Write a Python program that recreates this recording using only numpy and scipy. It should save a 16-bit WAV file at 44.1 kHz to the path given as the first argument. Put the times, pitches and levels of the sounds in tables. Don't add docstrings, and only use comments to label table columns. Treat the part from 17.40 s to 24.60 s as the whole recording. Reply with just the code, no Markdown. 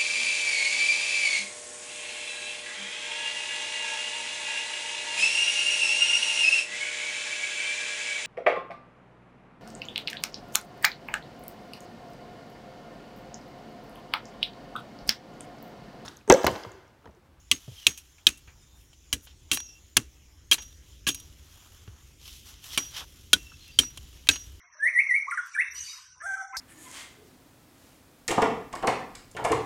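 import sys
import numpy as np
from scipy import signal
from scipy.io import wavfile
from scipy.ndimage import uniform_filter1d

SR = 44100
rng = np.random.default_rng(int(sys.argv[2]) if len(sys.argv) > 2 else 0)


def put_to_file(sound):
    columns = np.atleast_2d(sound).T
    safe = np.clip(columns, -1, 1)
    whole_steps = np.round(safe * 32767)
    wavfile.write(sys.argv[1], SR, whole_steps.astype(np.int16))


N = 317520
GRID = np.fft.rfftfreq(4096, 1 / SR)

# start_s, level_db (loudest 2 ms, rms), blade_hz, wood_hz, wood_db, treble_db, low_db,
# thud_db, crack_t60_s, tear_db, knock_hz, knock_db, crumbs_db (per band)
BLOWS = [(0.1144, -8.5, 2820, 2040, 6, -3, -1.5, -37, 0.024, -19, 1160, 4, -64.5),
         (0.4677, -4.5, 3240, 2550, 5, -1, 2.5, -38.5, 0.024, -19, 1644, -2.5, -66.5),
         (0.8683, -4, 3660, 1627, 6, -1.5, 3, -34.5, 0.03, -18, 2540, 9, -72.5),
         (1.728, -16.5, 3100, 1160, 0, 3, 6.5, -38.5, 0.055, -17, 2000, 6.5, -81.5),
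         (2.1153, -13.5, 3100, 2730, 15.5, -0.5, 2, -35.5, 0.035, -6.5, 1140, -2.5, -66.5),
         (2.568, -11, 3230, 2670, 13, 1, 9, -31.5, 0.011, -18, 1385, -2, -75),
         (3.1139, -11, 3070, 3212, 28, 0, 4, -40.5, 0.052, -9.5, 1650, 10.5, -64.5),
         (3.668, -19.5, 2780, 1652, 13, -10, -12, -31.5, 0.095, -13, 1142, 8.5, -63),
         (5.376, -15.5, 3160, 2350, 7.5, 0, 13.5, -38.5, 0.054, -19, 1110, 7.5, -57),
         (5.9318, -5.5, 3400, 3860, 10, -2.5, 6.5, -31, 0.038, -25.5, 1487, 14.5, -63),
         (6.3887, -6.5, 3230, 2720, -5, -0.5, 3, -33.5, 0.047, -12.5, 1660, -6.5, -65.5),
         (6.889, -4, 3800, 2590, 16, -4.5, 1, -32, 0.017, -16, 1593, 5.5, -60.5)]


def gain_of(db):
    return 10 ** (np.asarray(db) / 20)


def power_db(power):
    return 10 * np.log10(power)


def evened(x):
    return x / np.sqrt(np.mean(x ** 2) + 1e-20)


def peaked(x, db, span=88):
    loudest_power = uniform_filter1d(x[:2000] ** 2, int(span)).max()
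    return gain_of(db) * x / np.sqrt(loudest_power)


def read(points, hz):
    f, value = np.transpose(points)
    return np.interp(np.log(hz + 1), np.log(f + 1), value)


def add(mix, start_s, sound):
    part = mix[round(start_s * SR):][:len(sound)]
    part += sound[:len(part)]


def tilt(hz, treble_db, low_db, low_hz=1900, high_hz=6500):
    treble = treble_db / (1 + (high_hz / (hz + 1)) ** 6)
    low = low_db / (1 + (hz / low_hz) ** 8)
    return treble + low


def modes(rows):
    return sum(gain_of(db) ** 2 / (1 + (2 * (GRID - hz) / width) ** 2) ** 2 for hz, width, db in rows)


def coloured(x, db):
    two_sided = np.r_[db, db[-2:0:-1]]
    log_gain = np.log(gain_of(np.maximum(two_sided, -100)))
    spectrum = np.exp(np.conj(signal.hilbert(log_gain)))
    taps = np.fft.ifft(spectrum).real[:2048]
    return signal.fftconvolve(x, taps)[:len(x)]


def noise(size, db_of, patchy_db, flicker_db):
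    hop = size // 4
    frames, hz = N // hop + 5, np.fft.rfftfreq(size, 1 / SR)
    a, b, patches = rng.standard_normal((frames, len(hz), 3)).T
    patches = uniform_filter1d(patches, size // 64, 0)
    patches = evened(uniform_filter1d(patches, 12, 1))
    flicker = evened(uniform_filter1d(rng.standard_normal(frames), 3))
    frame_s = np.arange(frames) * hop / SR
    db = db_of(hz[:, None], frame_s[None]) + patchy_db * patches + flicker_db * flicker
    return signal.istft((a + 1j * b) * gain_of(db), nperseg=size, noverlap=size - hop)[1][:N]


def burst(t, t60, draw, rise=0.0001):
    return draw * (1 - np.exp(-t / rise)) * gain_of(-60 * t / t60)


def rumble():
    # pitch_hz, relative_db (per Hz)
    colour = [(9, -31.5), (16, -15.5), (32, -15), (48, -6), (65, -0.5), (82, -4.5), (110, -15),
              (135, -12.5), (170, -23), (300, -23), (600, -33.5), (1000, -75.5)]
    # time_s, level_db
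    swells = [(0.0, -61.5), (1.32, -55), (1.52, -58), (1.96, -56), (2.87, -55.5), (3.13, -53.5),
              (3.63, -54.5), (3.87, -50), (4.03, -54), (4.95, -53.5), (5.69, -51.5), (7.2, -52)]
    steady = evened(noise(4096, lambda f, t: read(colour, f), 0.84, 0.42))
    s, db = np.transpose(swells)
    return steady * gain_of(np.interp(np.arange(N) / SR, s, db))


def field():
    # pitch_hz, relative_db (per Hz)
    colour = [(180, -35.5), (300, -3), (546, -20.5), (700, -10.5), (1970, -9.5), (3300, -6.5),
              (4600, -12.5), (5500, -5.5), (7200, -2.5), (7600, -15.5), (9500, -16), (12000, -16.5),
              (16000, -21.5)]
    level_db = -63
    return gain_of(level_db) * evened(noise(1024, lambda f, t: read(colour, f), 3.0, 0.2))


def whistles():
    # start_s, length_s, start_hz, end_hz, level_db (rms before the fades)
    calls = [(0.36, .095, 3270, 2840, -53.5), (1.18, 0.24, 3680, 3600, -72), (2.25, .11, 5440, 5540, -58),
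             (2.271, 0.13, 2690, 2730, -61.5), (6.04, 0.14, 5480, 5530, -63),
             (6.048, 0.11, 2700, 2650, -57.5), (6.199, 0.09, 4220, 4100, -59),
             (6.268, .045, 2710, 2700, -53), (6.31, 0.078, 4700, 4700, -59)]
    out = np.zeros(N)
    for s, length, start_hz, end_hz, db in calls:
        size = int(length * SR)
        a, b = uniform_filter1d(rng.standard_normal((2, SR // 4)), 300)[:, :size]
        turns = np.cumsum(np.linspace(start_hz, end_hz, size)) / SR
        wander = 0.074 + a + 1j * b
        tone = evened((wander * np.exp(2j * np.pi * turns)).real)
        add(out, s, gain_of(db) * tone * signal.windows.tukey(size, .3))
    return out


def rustle():
    # pitch_hz, relative_db (per Hz)
    rub = [(400, -20.5), (1100, -10.5), (2300, -11.5), (3150, -1.5), (3800, -6.5), (4600, -9.5), (5800, -4),
           (8500, -11), (12000, -7), (16000, -16)]
    # middle_s, half_length_s, level_db (per band), fine_hiss_db, low_scuff_db
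    swells = [(0.405, 0.096, -62.5, -9, -5.5), (1.4, .06, -87, 9.5, -10), (1.844, 0.019, -80, 14, -14),
              (1.898, 0.026, -67, -20, -5), (2.105, 0.013, -69, -25, 5), (3.52, .08, -72, -8.5, -17.5),
              (4.22, 0.23, -71, -3.5, 4), (4.264, 0.045, -82, -20, 14), (4.553, 0.077, -77.5, -13, 11),
              (4.663, 0.077, -76, -3, 0), (4.884, 0.058, -60, -7, -5.5), (4.962, 0.08, -64, -4.5, -14),
              (5.089, .03, -61, -3.5, -0.5), (5.16, 0.054, -66.5, -11, -2), (5.269, 0.035, -58, -3.5, -2.5),
              (5.337, 0.027, -49.5, -9, -6), (5.58, 0.034, -48, -11.5, 0), (5.621, .015, -64, -20, 18),
              (5.803, 0.17, -71.5, -4, -5), (6.266, 0.13, -66, -12, -7.5), (6.713, 0.35, -71, -5.5, -1.5)]
    crumbs_t60_s, crumbs_fine_db, crumbs_low_db = 1.1, -4.5, -1.5

    def shape(f, t):
        power = 1e-12
        for s, half, db, fine_db, low_db in swells:
            swell = gain_of(-6 * ((t - s) / half) ** 2) ** 2
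            power = power + gain_of(db + tilt(f, fine_db, low_db)) ** 2 * swell
        trail = sum((t > s) * gain_of(db - 60 * abs(t - s) / crumbs_t60_s) ** 2 for s, *_, db in BLOWS)
        crumbs = trail * gain_of(tilt(f, crumbs_fine_db, crumbs_low_db)) ** 2
        return read(rub, f) + power_db(power + crumbs)

    catches = rng.exponential(1, N) * (rng.random(N) < 300 / SR)
    fade_s = .002
    grain = 1 + .3 * signal.lfilter([1], [1, -np.exp(-1 / (fade_s * SR))], catches)
    return noise(512, shape, 1.0, 0.85) * grain


def bumps():
    # start_s, level_db (sine before its soft rise), pitch_hz (after the sag)
    foot = [(0.117, -35, 69.4), (0.279, -28, 118.6), (0.315, -35, 88), (0.473, -38, 78.8),
            (0.89, -36, 51.1), (1.075, -40, 68), (1.733, -26, 62), (1.761, -36, 88.8), (2.138, -45, 102.7),
            (2.575, -25, 113), (3.701, -40.5, 99.6), (4.478, -31.5, 92.5), (5.95, -34.5, 62.5),
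            (6.4, -31, 61.9), (6.572, -38, 88), (6.898, -27.5, 72.7)]
    t60_s = 0.096
    out, t = np.zeros(N), np.arange(SR // 4) / SR
    draws = rng.standard_normal((len(foot), len(t)))
    puff_db = power_db(modes([(316, 520, 0)]))
    for (s, db, hz), draw in zip(foot, draws):
        turns = hz * (t + 0.0023 * (1 - np.exp(-t / 0.004)))
        soft_rise = 1 - np.exp(-t / 0.0038)
        add(out, s, gain_of(db - 60 * t / t60_s) * np.sin(2 * np.pi * turns) * soft_rise)
        puff = coloured(burst(t, 0.079, draw), puff_db)
        add(out, s, peaked(puff, db - 19.5))
    return out


def struck(tone_hz, tone_width, treble_db, low_db, tone_db, modes_db):
    # pitch_hz, level_db (per Hz)
    crack = [(500, -29.5), (1200, -24.5), (2300, -17.5), (3300, -8), (4600, -8.5), (6500, -14),
             (10000, -11.5), (16000, -22.5)]
    # pitch_hz, width_hz, level_db
    held = [(1126, 34, -23.5), (1683, 110, -21.5), (2390, 280, -8.5), (2750, 220, -2.5), (3185, 270, -1),
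            (3720, 37, -13.5), (3970, 310, -7), (5807, 470, -5.5), (6360, 320, -7.5), (6924, 200, -4.5),
            (7900, 80, -10), (9200, 1700, -12)]
    woken = np.array(held) + [0, 0, 3.0] * rng.standard_normal((len(held), 1))
    power = gain_of(read(crack, GRID)) ** 2
    power = power + gain_of(modes_db) ** 2 * modes(woken)
    power = power + modes([(tone_hz, tone_width, tone_db)])
    return power_db(power) + tilt(GRID, treble_db, low_db)


def ticks():
    # start_s, level_db (loudest 2 ms, rms), pitch_hz, brightness_db, t60_s
    chips = [(0.5748, -39.5, 2660, 8, 0.083), (0.781, -54.5, 2400, -10, 0.099),
             (0.8881, -26.5, 2970, 2.5, 0.017), (0.9732, -51.5, 3280, 11, 0.068),
             (1.075, -51.5, 2410, -27, 0.2), (1.53, -52.5, 2890, -8, 0.05),
             (1.87, -48.5, 2960, -13.5, 0.059), (2.1291, -26, 3840, 9, 0.09), (2.1423, -27, 3070, 20, 0.07),
             (2.172, -25.5, 2680, -5.5, 0.018), (2.202, -35.5, 3450, -2.5, 0.021),
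             (2.5689, -7.5, 3500, 3, 0.014), (2.5736, -17.5, 2680, -6.5, 0.025),
             (3.122, -14, 3270, -4.5, 0.027), (3.1288, -19, 3940, 6.5, 0.065),
             (3.1415, -23, 4130, 1.5, 0.024), (3.181, -38.5, 3200, -18, 0.096),
             (3.22, -42.5, 3300, 1.5, 0.076), (3.326, -53, 3670, -1, 0.019),
             (3.674, -23.5, 2800, 5.5, 0.11), (3.6866, -18.5, 3410, 1.5, 0.046),
             (3.7025, -31.5, 3570, -5, 0.015), (3.713, -40.5, 3970, 5, .03),
             (3.7452, -32, 3920, 8.5, 0.036), (3.7987, -45, 3590, 8, 0.044),
             (4.4758, -49, 2780, -27, 0.024), (5.2421, -46, 2900, 3, 0.023),
             (6.117, -50.5, 1420, -19, 0.073), (6.279, -50.5, 2770, 11, 0.015),
             (6.4324, -39.5, 4340, -20, 0.034), (6.573, -37.5, 2900, -1.5, 0.029),
             (6.871, -34.5, 2500, -5, 0.021), (6.934, -37, 2810, -4, 0.099),
             (6.9569, -34.5, 2900, -8, 0.05)]
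    out, t = np.zeros(N), np.arange(SR // 8) / SR
    draws = rng.standard_normal((len(chips), len(t)))
    for (s, db, hz, treble_db, t60), draw in zip(chips, draws):
        knock_db = 11 - 0.5 * treble_db
        spectrum = struck(hz, 470, treble_db, knock_db, 1.5, 0.0)
        tick = coloured(burst(t, t60, draw, rise=0.00073), spectrum)
        add(out, s, peaked(tick, db))
    return out


def blade():
    # start_s, level_db (first tone), upper_tone_db, lower_tone_db, damped_after_s
    releases = [(.12, -47, 12, -20, 0.016), (.475, -44, 7, -22, 0.071), (0.881, -57.5, 15, 5.5, 0.062),
                (1.74, -55, -4, -14, 0.084), (2.154, -30, -5, -22.5, 0.23), (2.579, -53, -2, -4.5, 0.041),
                (3.184, -40, -3, -28, 0.22), (3.70, -37.5, 3.5, -27, 0.02), (3.749, -45.5, -2, -34, 0.11),
                (5.383, -29, -12, -29, 0.096), (5.948, -50.5, -3, -0.5, 0.3),
                (6.395, -28.5, -20, -25, 0.084), (6.908, -30, -1.5, -30, 0.13)]
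    # pitch_hz, t60_s
    steel = [(5780, .38), (6492, .26), (2710, .7)]
    out, t = np.zeros(N), np.arange(SR // 2) / SR
    for s, db, upper_db, lower_db, length in releases:
        drift = uniform_filter1d(rng.standard_normal((3, len(t))), 700)
        sway = gain_of(2.9 * evened(drift))
        tones = sum(g * gain_of(d - 60 * t / t60) * np.sin(2 * np.pi * hz * t)
                    for (hz, t60), d, g in zip(steel, (0, upper_db, lower_db), sway))
        damping = gain_of(-170 * np.maximum(t - length, 0))
        add(out, s, gain_of(db) * tones * (1 - np.exp(-t / 0.0013)) * damping)
    return out


def chops():
    # pitch_hz, level_db (per Hz)
    fibres = [(400, -30), (1000, -20.5), (2000, -12), (3000, -7.5), (4800, -12.5), (6300, -8.5),
              (9500, -13.5), (16000, -26.5)]
    # multiple (of the thud pitch), width_hz, level_db
    pole = [(1, 120, 4), (1.45, 220, -8.5), (.45, 180, -4), (2.3, 200, -26)]
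    thud_hz, thud_t60_s, tear_t60_s = 278, 0.16, 0.15
    thud_spectrum = power_db(modes([(k * thud_hz, width, level) for k, width, level in pole]))
    out, t = np.zeros(N), np.arange(SR // 3) / SR
    for (s, db, blade_hz, wood_hz, wood_db, treble_db, low_db, thud_db, t60, tear_db,
         knock_hz, knock_db, _) in BLOWS:
        crack_draw, tear_draw, snap_draw, thud_draw = rng.standard_normal((4, len(t)))
        edge = (t < .00005) * 2.39
        crack = coloured(edge + burst(t, t60, crack_draw), struck(blade_hz, 500, treble_db, low_db, 3.1, 1.9))
        snaps = gain_of(4.5 * evened(uniform_filter1d(snap_draw, 30)))
        tear_spectrum = read(fibres, GRID) + tilt(GRID, treble_db, low_db) + tear_db
        tear = coloured(burst(t, tear_t60_s, tear_draw) * snaps, tear_spectrum)
        wood_spectrum = power_db(modes([(wood_hz, 90, wood_db), (knock_hz, 70, knock_db)]))
        wood = coloured(burst(t, .3 * t60, crack_draw), wood_spectrum)
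        add(out, s, peaked(crack + tear + wood, db))
        thud = coloured(burst(t, thud_t60_s, thud_draw), thud_spectrum)
        add(out, s, peaked(thud, thud_db, span=160))
    return out


def scene():
    background = rumble() + field() + whistles() + rustle()
    return (background + bumps() + ticks() + blade() + chops())[None]


def record(dry):
    edge_hz = 16050
    clipped = np.clip(dry, -.95, .95)
    low_pass = signal.firwin(511, edge_hz, window=("kaiser", 9), fs=SR)
    return signal.oaconvolve(clipped, low_pass[None], "same")


dry = scene()
out = record(dry)
put_to_file(out)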